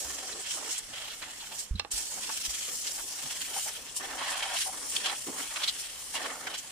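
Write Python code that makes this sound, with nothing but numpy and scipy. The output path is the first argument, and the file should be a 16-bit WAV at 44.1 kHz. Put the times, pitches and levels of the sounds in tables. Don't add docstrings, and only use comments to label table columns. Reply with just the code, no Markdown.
import sys
import numpy as np
from scipy import signal
from scipy.io import wavfile
from scipy.ndimage import map_coordinates

SR = 44100
rng = np.random.default_rng(int(sys.argv[2]) if len(sys.argv) > 2 else 0)


def int16_out(signal):
    q = np.round(np.clip(np.atleast_2d(signal).T, -1, 1) * 32767)
    wavfile.write(sys.argv[1], SR, q.astype(np.int16))


N = 295911
TIME = np.arange(N) / SR


def from_db(db):
    return 10 ** (np.asarray(db) / 20)


def rms_one(x):
    return x / np.sqrt(np.mean(x ** 2) + 1e-20)


def in_time(rows):
    s, value = np.transpose(rows)
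    return np.interp(TIME, s, value)


def at_hz(points, hz):
    f, value = np.transpose(points)
    return np.interp(np.log(hz), np.log(f), value)


def pan(db):
    return from_db(np.array([[.5], [-.5]]) * db)


def drift(rate_hz):
    step = 40
    r = np.exp(-2 * np.pi * rate_hz * step / SR)
    noise = rng.standard_normal(N // step + 2002)
    slow = signal.lfilter([1], [1, -2 * r, r * r], noise)[2000:]
    return np.interp(np.arange(N) / step, np.arange(len(slow)), rms_one(slow))


def filtered(x, hz, kind, order=2):
    hz = np.clip(hz, 10, .45 * SR)
    sos = signal.butter(order, hz, kind, fs=SR, output="sos")
    return signal.sosfilt(sos, x + 1e-18)


def resonate(x, hz, width_hz):
    r = np.exp(-np.pi * width_hz / SR)
    zeros = np.array([1, 0, -1]) * (1 - r * r) / 2
    poles = [1, -(1 + r * r) * np.cos(2 * np.pi * hz / SR), r * r]
    return signal.lfilter(zeros, poles, x)


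def ring(clicks, hz, t60_s):
    r = np.exp(-np.log(1000) / (t60_s * SR))
    w = 2 * np.pi * hz / SR
    return signal.lfilter([0, np.sin(w)], [1, -2 * r * np.cos(w), r * r], clicks + 1e-18)


def spread(pair, hz):
    # frequency in Hz, left-right likeness (1 = identical).
    likeness = [(50, 0.4), (290, 0.95), (640, 0.84), (1400, 0.38), (3100, 0.35), (6800, 0.013),
                (15000, .02)]
    alike = np.clip(at_hz(likeness, hz), -1, 1)
    middle = np.sqrt(1 + alike) * pair[0]
    side = np.sqrt(1 - alike) * pair[1]
    return middle + side * np.array([[1], [-1]])


def turbulence(colour, patchy_db, eddy_hz, count):
    out = 0
    edges_hz = np.geomspace(colour[0][0], colour[-1][0], count + 1)
    white = rng.standard_normal((2, 2, N))
    for k, (low, high) in enumerate(zip(edges_hz, edges_hz[1:])):
        hz = np.sqrt(low * high)
        gain = from_db(at_hz(colour, hz) + patchy_db * drift(eddy_hz))
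        band = filtered(white[k % 2], [low, high], "band")
        out = out + gain * spread(band, hz)
    return rms_one(out)


def room(x, t60_s, dull_hz):
    t = TIME[:SR // 2]
    noise = filtered(rng.standard_normal((2, len(t))), dull_hz, "low", order=1)
    tail = noise * np.exp(-np.log(1000) * t / t60_s)
    tail = rms_one(tail) / np.sqrt(len(t))
    return signal.fftconvolve(np.atleast_2d(x), tail, axes=1)[:, :N]


def floor_bounce(x, share, lag_s, sway):
    echo = []
    for side in x:
        lag = lag_s * SR * np.exp(sway * drift(0.788))
        echo.append(np.interp(np.arange(N) - lag, np.arange(N), side))
    return (x + share * np.array(echo)) / np.sqrt(1 + share ** 2)


def arrive(x):
    # time in seconds, left-ear delay in seconds (negative = left leads).
    left_delay = [(0, 5e-5), (2.2, 9e-5), (3.5, 0), (6.7, -2e-5)]
    read = np.arange(N) - in_time(left_delay) * SR
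    left = map_coordinates(x[0], [read], order=5, mode="nearest")
    return np.array([left, x[1]])


def room_rumble():
    # frequency in Hz, relative density in dB per Hz.
    colour = [(22, -0.5), (55, -4), (90, -10), (160, -7), (400, -15.5), (2000, -14), (12000, -40)]
    return from_db(-58.5) * turbulence(colour, patchy_db=2.1, eddy_hz=4.9, count=10) * pan(-0.61)


def thumps():
    # start in seconds, level in dB before the low-pass, pitch in Hz, t60 in seconds.
    pushes = [(0.048, -48, 65, 0.41), (1.709, -21.5, 54.6, 0.17), (1.738, -29.5, 85.5, 0.2),
              (1.750, -33, 193, 0.077), (1.935, -42, 47.7, 0.28), (2.48, -41, 52.7, 0.2)]
    swings = np.zeros(N)
    for s, level_db, hz, t60_s in pushes:
        click = np.arange(N) == round(s * SR)
        swings += from_db(level_db) * ring(click, hz, t60_s)
    return -filtered(swings, 320, "low") * pan(-4.0)


def clacks(rattle_db, rattle_s, crack_db):
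    # start in seconds, relative level in dB, centre of the contact's sound in Hz.
    contacts = [(1.7962, -16, 2980), (1.7981, -21, 3000), (1.8480, -25.5, 905)]
    # mode in Hz, relative level in dB, t60 in seconds.
    wand = [(500, -2, 0.011), (817, -6.5, 0.024), (1200, -7, 0.013), (1720, -7.5, 0.016),
            (2670, -0.5, 0.012), (2980, -4, 0.0068), (3500, -2, 0.0096), (4200, 2, 0.0097),
            (4630, -5, .007), (5250, -2, .01), (8350, -4, .007)]
    force = np.zeros(N)
    for s, level_db, hz in contacts:
        age_s = TIME[:N - round(s * SR)]
        rattle = rng.standard_normal(len(age_s)) * np.exp(-age_s / rattle_s)
        touch = from_db(rattle_db) * rattle + (age_s == 0)
        force[N - len(age_s):] += from_db(level_db) * resonate(touch, hz, 1.54 * hz)
    body = np.zeros(N)
    for k, (hz, db, t60_s) in enumerate(wand):
        body += (-1) ** k * from_db(db - 4.5) * ring(force, hz, t60_s)
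    body = filtered(body + from_db(crack_db) * force, 9000, "low", order=1)
    return (body + from_db(-14.5) * room(body, t60_s=0.13, dull_hz=2000)) * pan(-6.0)


def spurts(edge_noise_db):
    # middle in seconds, relative level in dB, centre in Hz, width in Hz, length in seconds.
    crossings = [(0.33, -41.5, 4000, 500, .02), (0.723, -35, 7000, 2500, 0.033),
                 (0.787, -32.5, 8000, 2500, 0.018), (1.108, -42.5, 3800, 900, 0.024),
                 (1.232, -38.5, 1890, 2400, 0.028), (1.412, -45.5, 3740, 800, 0.035),
                 (1.533, -49, 860, 250, 0.043), (1.601, -34.5, 7000, 4000, 0.037),
                 (1.761, -44.5, 3980, 200, .016), (1.787, -49, 3450, 800, 0.034),
                 (1.921, -29.5, 7550, 3000, .016), (2.185, -46, 680, 400, 0.026),
                 (2.300, -37, 1200, 700, 0.019), (2.458, -36, 5000, 3900, 0.024),
                 (2.879, -32.5, 5100, 4500, 0.024), (2.997, -42, 1190, 900, 0.027),
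                 (3.257, -52, 190, 90, 0.053), (3.524, -52, 775, 130, 0.063), (3.574, -40, 790, 200, 0.035),
                 (3.67, -45.5, 780, 250, 0.027), (4.218, -34, 1030, 700, 0.023),
                 (4.317, -41.5, 915, 500, 0.02), (4.434, -33, 2900, 1200, 0.019),
                 (4.572, -32.5, 3040, 1200, 0.027), (4.618, -30.5, 4530, 4000, 0.03),
                 (4.68, -39, 790, 110, .043), (4.967, -26, 3340, 800, .009),
                 (5.065, -28.5, 3300, 1200, .018), (5.286, -46.5, 794, 300, 0.035),
                 (5.289, -39, 327, 90, 0.042), (5.405, -37.5, 1350, 1400, 0.021),
                 (5.569, -33.5, 2280, 2400, 0.023), (5.642, -27, 3700, 800, .019),
                 (5.688, -26.5, 3780, 905, .026), (6.165, -34.5, 2800, 1800, 0.033),
                 (6.476, -32.5, 1490, 890, .016), (6.55, -37, 3200, 2000, 0.024),
                 (6.589, -36, 7000, 4500, 0.027)]
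    out = np.zeros((2, N))
    for s, level_db, hz, width_hz, length_s in crossings:
        near = np.abs(TIME - s) < 2 * length_s
        noise = spread(rng.standard_normal((2, near.sum())), hz)
        tone = rms_one(resonate(noise, hz, width_hz))
        rush = rms_one(filtered(rng.standard_normal(noise.shape), [hz / 2, hz * 3.8], "band"))
        offset = (TIME[near] - s) / (length_s / 2)
        swell = np.exp(-np.abs(offset) ** np.where(offset < 0, 6, 2))
        out[:, near] += from_db(level_db) * swell * (tone + from_db(edge_noise_db) * rush)
    return filtered(out, 11600, "low") * pan(-1.2)


def sweep(start_s, length_s):
    attack_s, release_s = 0.028, 0.029
    rise = np.clip(.5 + (TIME - start_s) / attack_s, 0, 1)
    fall = np.clip(.5 - (TIME - start_s - length_s) / release_s, 0, 1)
    return rise * fall


def with_sweeps(steady, rows):
    power = steady ** 2
    for start_s, length_s, db in rows:
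        power = power + (from_db(db) * sweep(start_s, length_s)) ** 2
    return np.sqrt(power)


def valve():
    shut_s, shut_fall_s, leak_db = 1.64, 0.054, -24
    open_s, open_rise_s = 1.903, 0.021
    surge_db, surge_s = 4, .11
    closing = np.exp(-np.maximum(TIME - shut_s, 0) / shut_fall_s)
    opening = np.clip((TIME - open_s) / open_rise_s, 0, 1)
    flow = np.maximum(closing + opening, from_db(leak_db))
    return flow * from_db(surge_db * sweep(open_s, surge_s))


def hollow_roar_and_rush(supply):
    # start in seconds, length in seconds, relative roar in dB, relative low rush in dB.
    hollows = [(0.005, 0.41, -51, -56.5), (0.539, 0.18, -49, -55), (0.906, 0.2, -52.5, -68),
               (1.217, .12, -53.5, -74), (2.094, 0.27, -54, -65), (2.676, 0.082, -54, -57),
               (2.85, 0.22, -60, -61), (3.1, 0.32, -56, -66), (3.472, .13, -50.5, -66),
               (3.66, 0.051, -47.5, -64), (3.77, 0.13, -61, -62), (3.999, 0.18, -44, -55),
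               (4.167, 0.402, -40, -61.5), (4.72, 0.16, -50, -57), (4.935, 0.12, -54.5, -56.5),
               (5.047, 0.1, -39.5, -55), (5.311, 0.17, -48.5, -54), (5.499, 0.16, -47.5, -66),
               (6.15, 0.18, -41, -52), (6.316, .24, -46.5, -57)]
    # frequency in Hz, relative density in dB per Hz.
    roar_colour = [(480, -24), (590, -1), (740, 0.5), (1000, 2), (1400, -2.5), (1800, 1), (2700, -14.5)]
    rush_colour = [(190, -5), (260, -3), (340, 4), (500, 1.5), (800, -10.5)]
    roar_rows = [(s, length, db) for s, length, db, _ in hollows]
    rush_rows = [(s, length, db) for s, length, _, db in hollows]
    roar_gain = with_sweeps(supply * from_db(-58.5), roar_rows)
    rush_gain = with_sweeps(supply * from_db(-65), rush_rows)
    roar = from_db(0.5) * turbulence(roar_colour, patchy_db=2.5, eddy_hz=23, count=10) * pan(-1.9)
    rush = from_db(2.0) * turbulence(rush_colour, patchy_db=2.5, eddy_hz=10.3, count=5) * pan(-3.0)
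    return roar_gain * roar, rush_gain * rush


def deck_rasp(supply):
    # start in seconds, length in seconds, relative level in dB.
    passes = [(0.0, 0.48, -54), (0.44, .12, -44.5), (0.642, .16, -46), (0.932, .21, -46.5),
              (1.222, 0.16, -52), (1.507, 0.035, -48), (1.916, 0.076, -49), (2.22, 0.49, -46),
              (2.837, 0.069, -46), (3.188, .58, -47), (3.866, 0.033, -45.5), (4.023, 0.13, -48),
              (4.174, 0.48, -41), (4.926, 0.236, -43.5), (5.04, 0.071, -36.5), (5.366, 0.58, -48),
              (5.59, 0.11, -42.5), (6.133, 0.18, -45), (6.458, 0.15, -48.5)]
    # frequency in Hz, relative density in dB per Hz.
    colour = [(1000, -17.5), (1700, -3), (2300, -4), (3100, 2), (4000, -2.5), (5200, -6.5), (8000, -18)]
    gain = with_sweeps(supply * from_db(-53.5), passes)
    return gain * from_db(1.5) * turbulence(colour, patchy_db=1.5, eddy_hz=26, count=10) * pan(-1.8)


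def shrill_nozzle(jet, side_db):
    # time in seconds, level in dB relative to the jet gain.
    shrill_db = [(0, -10.5), (3.4, -6.5), (3.56, -1.5), (3.85, -8), (4.65, -2), (5.6, -3), (6.7, -5.5)]
    band = rms_one(filtered(rng.standard_normal((2, N)), [8950, 9600], "band"))
    return jet * from_db(in_time(shrill_db)) * band * pan(side_db + 5.5)


def nozzle_hiss(jet, side_db):
    # frequency in Hz, relative density in dB per Hz.
    colour = [(2500, -15), (4200, -8), (5500, -1.5), (6500, -2.5), (7500, -0.5), (8500, -6), (9600, -6),
              (11300, -16), (13000, -14.5), (15500, -15.5)]
    # time in seconds, lift around 13.3 kHz in dB.
    beam_db = [(0, 1.5), (0.35, -4), (0.7, -2), (0.9, 2.5), (1.6, 4.5), (2.0, 1.5), (3.6, 6), (4.35, 0),
               (4.7, 4), (4.9, -1), (5.1, 4.5), (6.7, 5.5)]
    hiss = turbulence(colour, patchy_db=1.5, eddy_hz=6.9, count=10)
    top = resonate(hiss, 13300, 3300)
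    hiss = hiss + (from_db(in_time(beam_db)) - 1) * top
    return jet * from_db(2.0) * hiss * pan(side_db - 3.0)


def steam():
    # time in seconds, relative level in dB.
    jet_db = [(0.0, -38.5), (0.3, -44.5), (0.78, -43), (0.82, -49), (1.7, -49.5), (1.9, -40.5), (2.3, -40),
              (3.02, -40.5), (3.1, -42.5), (3.4, -42), (3.75, -45), (3.82, -49.5), (4.1, -46), (4.7, -43.5),
              (5.3, -45), (6.0, -46.5), (6.3, -47.5), (6.7, -51.5)]
    # start in seconds, length in seconds, relative level in dB.
    glances = [(0.489, 0.1, -39.5), (0.687, 0.061, -40.5), (1.532, 0.12, -47), (3.539, 0.16, -42),
               (3.952, 0.038, -37.5), (4.296, 0.034, -38.5), (4.374, .025, -39.5), (4.527, 0.16, -39.5),
               (4.878, 0.11, -40), (5.375, 0.071, -45), (5.777, .055, -43), (6.136, 0.032, -41)]
    # time in seconds, left-right direction in dB before each layer's offset.
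    aim_db = [(0, -1), (0.22, 3), (0.67, -1), (0.9, 1.5), (1.45, 2), (1.62, -2.5), (2.6, 3), (3.5, 2.5),
              (3.92, 4.5), (4.6, 2.5), (6.7, 3)]
    # time in seconds, flutter depth in dB (negative = inverted).
    flutter_depth_db = [(0, .5), (2.1, -1), (2.5, 3), (2.75, -0.5), (2.9, 2), (3.1, -1), (3.35, 2.5),
                        (3.55, 0.5), (6.7, 0)]
    flutter_hz, flutter_crest_s = 22.0, 2.505

    supply, side_db = valve(), in_time(aim_db)
    jet = with_sweeps(supply * from_db(in_time(jet_db)), glances)
    hiss = nozzle_hiss(jet, side_db)
    shrill = shrill_nozzle(jet, side_db)
    rasp = deck_rasp(supply)
    roar, rush = hollow_roar_and_rush(supply)

    flutter = np.cos(2 * np.pi * flutter_hz * (TIME - flutter_crest_s))
    flow = from_db(in_time(flutter_depth_db) * flutter + 1.23 * drift(54))
    sputter = from_db(1.48 * drift(38))
    return flow * (hiss + shrill + sputter * (rasp + roar)) + rush


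def coloured_spray():
    # centre in Hz, width in Hz, lift in dB.
    resonances = [(366, 29, 1.5), (760, 41, 4), (1310, 51, 0), (1777, 40, 2), (2210, 7.2, 5.5),
                  (2900, 360, 2.5), (3264, 41, 2), (4000, 5, 0), (4430, 26, 5), (5640, 170, 2.5),
                  (7650, 630, 4.5)]
    spray = steam() + spurts(edge_noise_db=-19.0)
    for hz, width_hz, lift_db in resonances:
        spray = spray + (from_db(lift_db) - 1) * resonate(spray, hz, width_hz)
    spray = floor_bounce(spray, share=0.27, lag_s=.0014, sway=0.245)
    spray = spray + from_db(-15.5) * room(spray, t60_s=0.09, dull_hz=7000)
    return from_db(-0.19) * spray


def scene():
    wand_sounds = coloured_spray() + clacks(rattle_db=-26.5, rattle_s=0.0062, crack_db=3)
    return arrive(wand_sounds) + thumps() + room_rumble()


def record(dry):
    cutoff_hz = 15200
    sos = signal.ellip(12, .1, 80, cutoff_hz, fs=SR, output="sos")
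    return signal.sosfilt(sos, dry)


dry = scene()
out = record(dry)
int16_out(out)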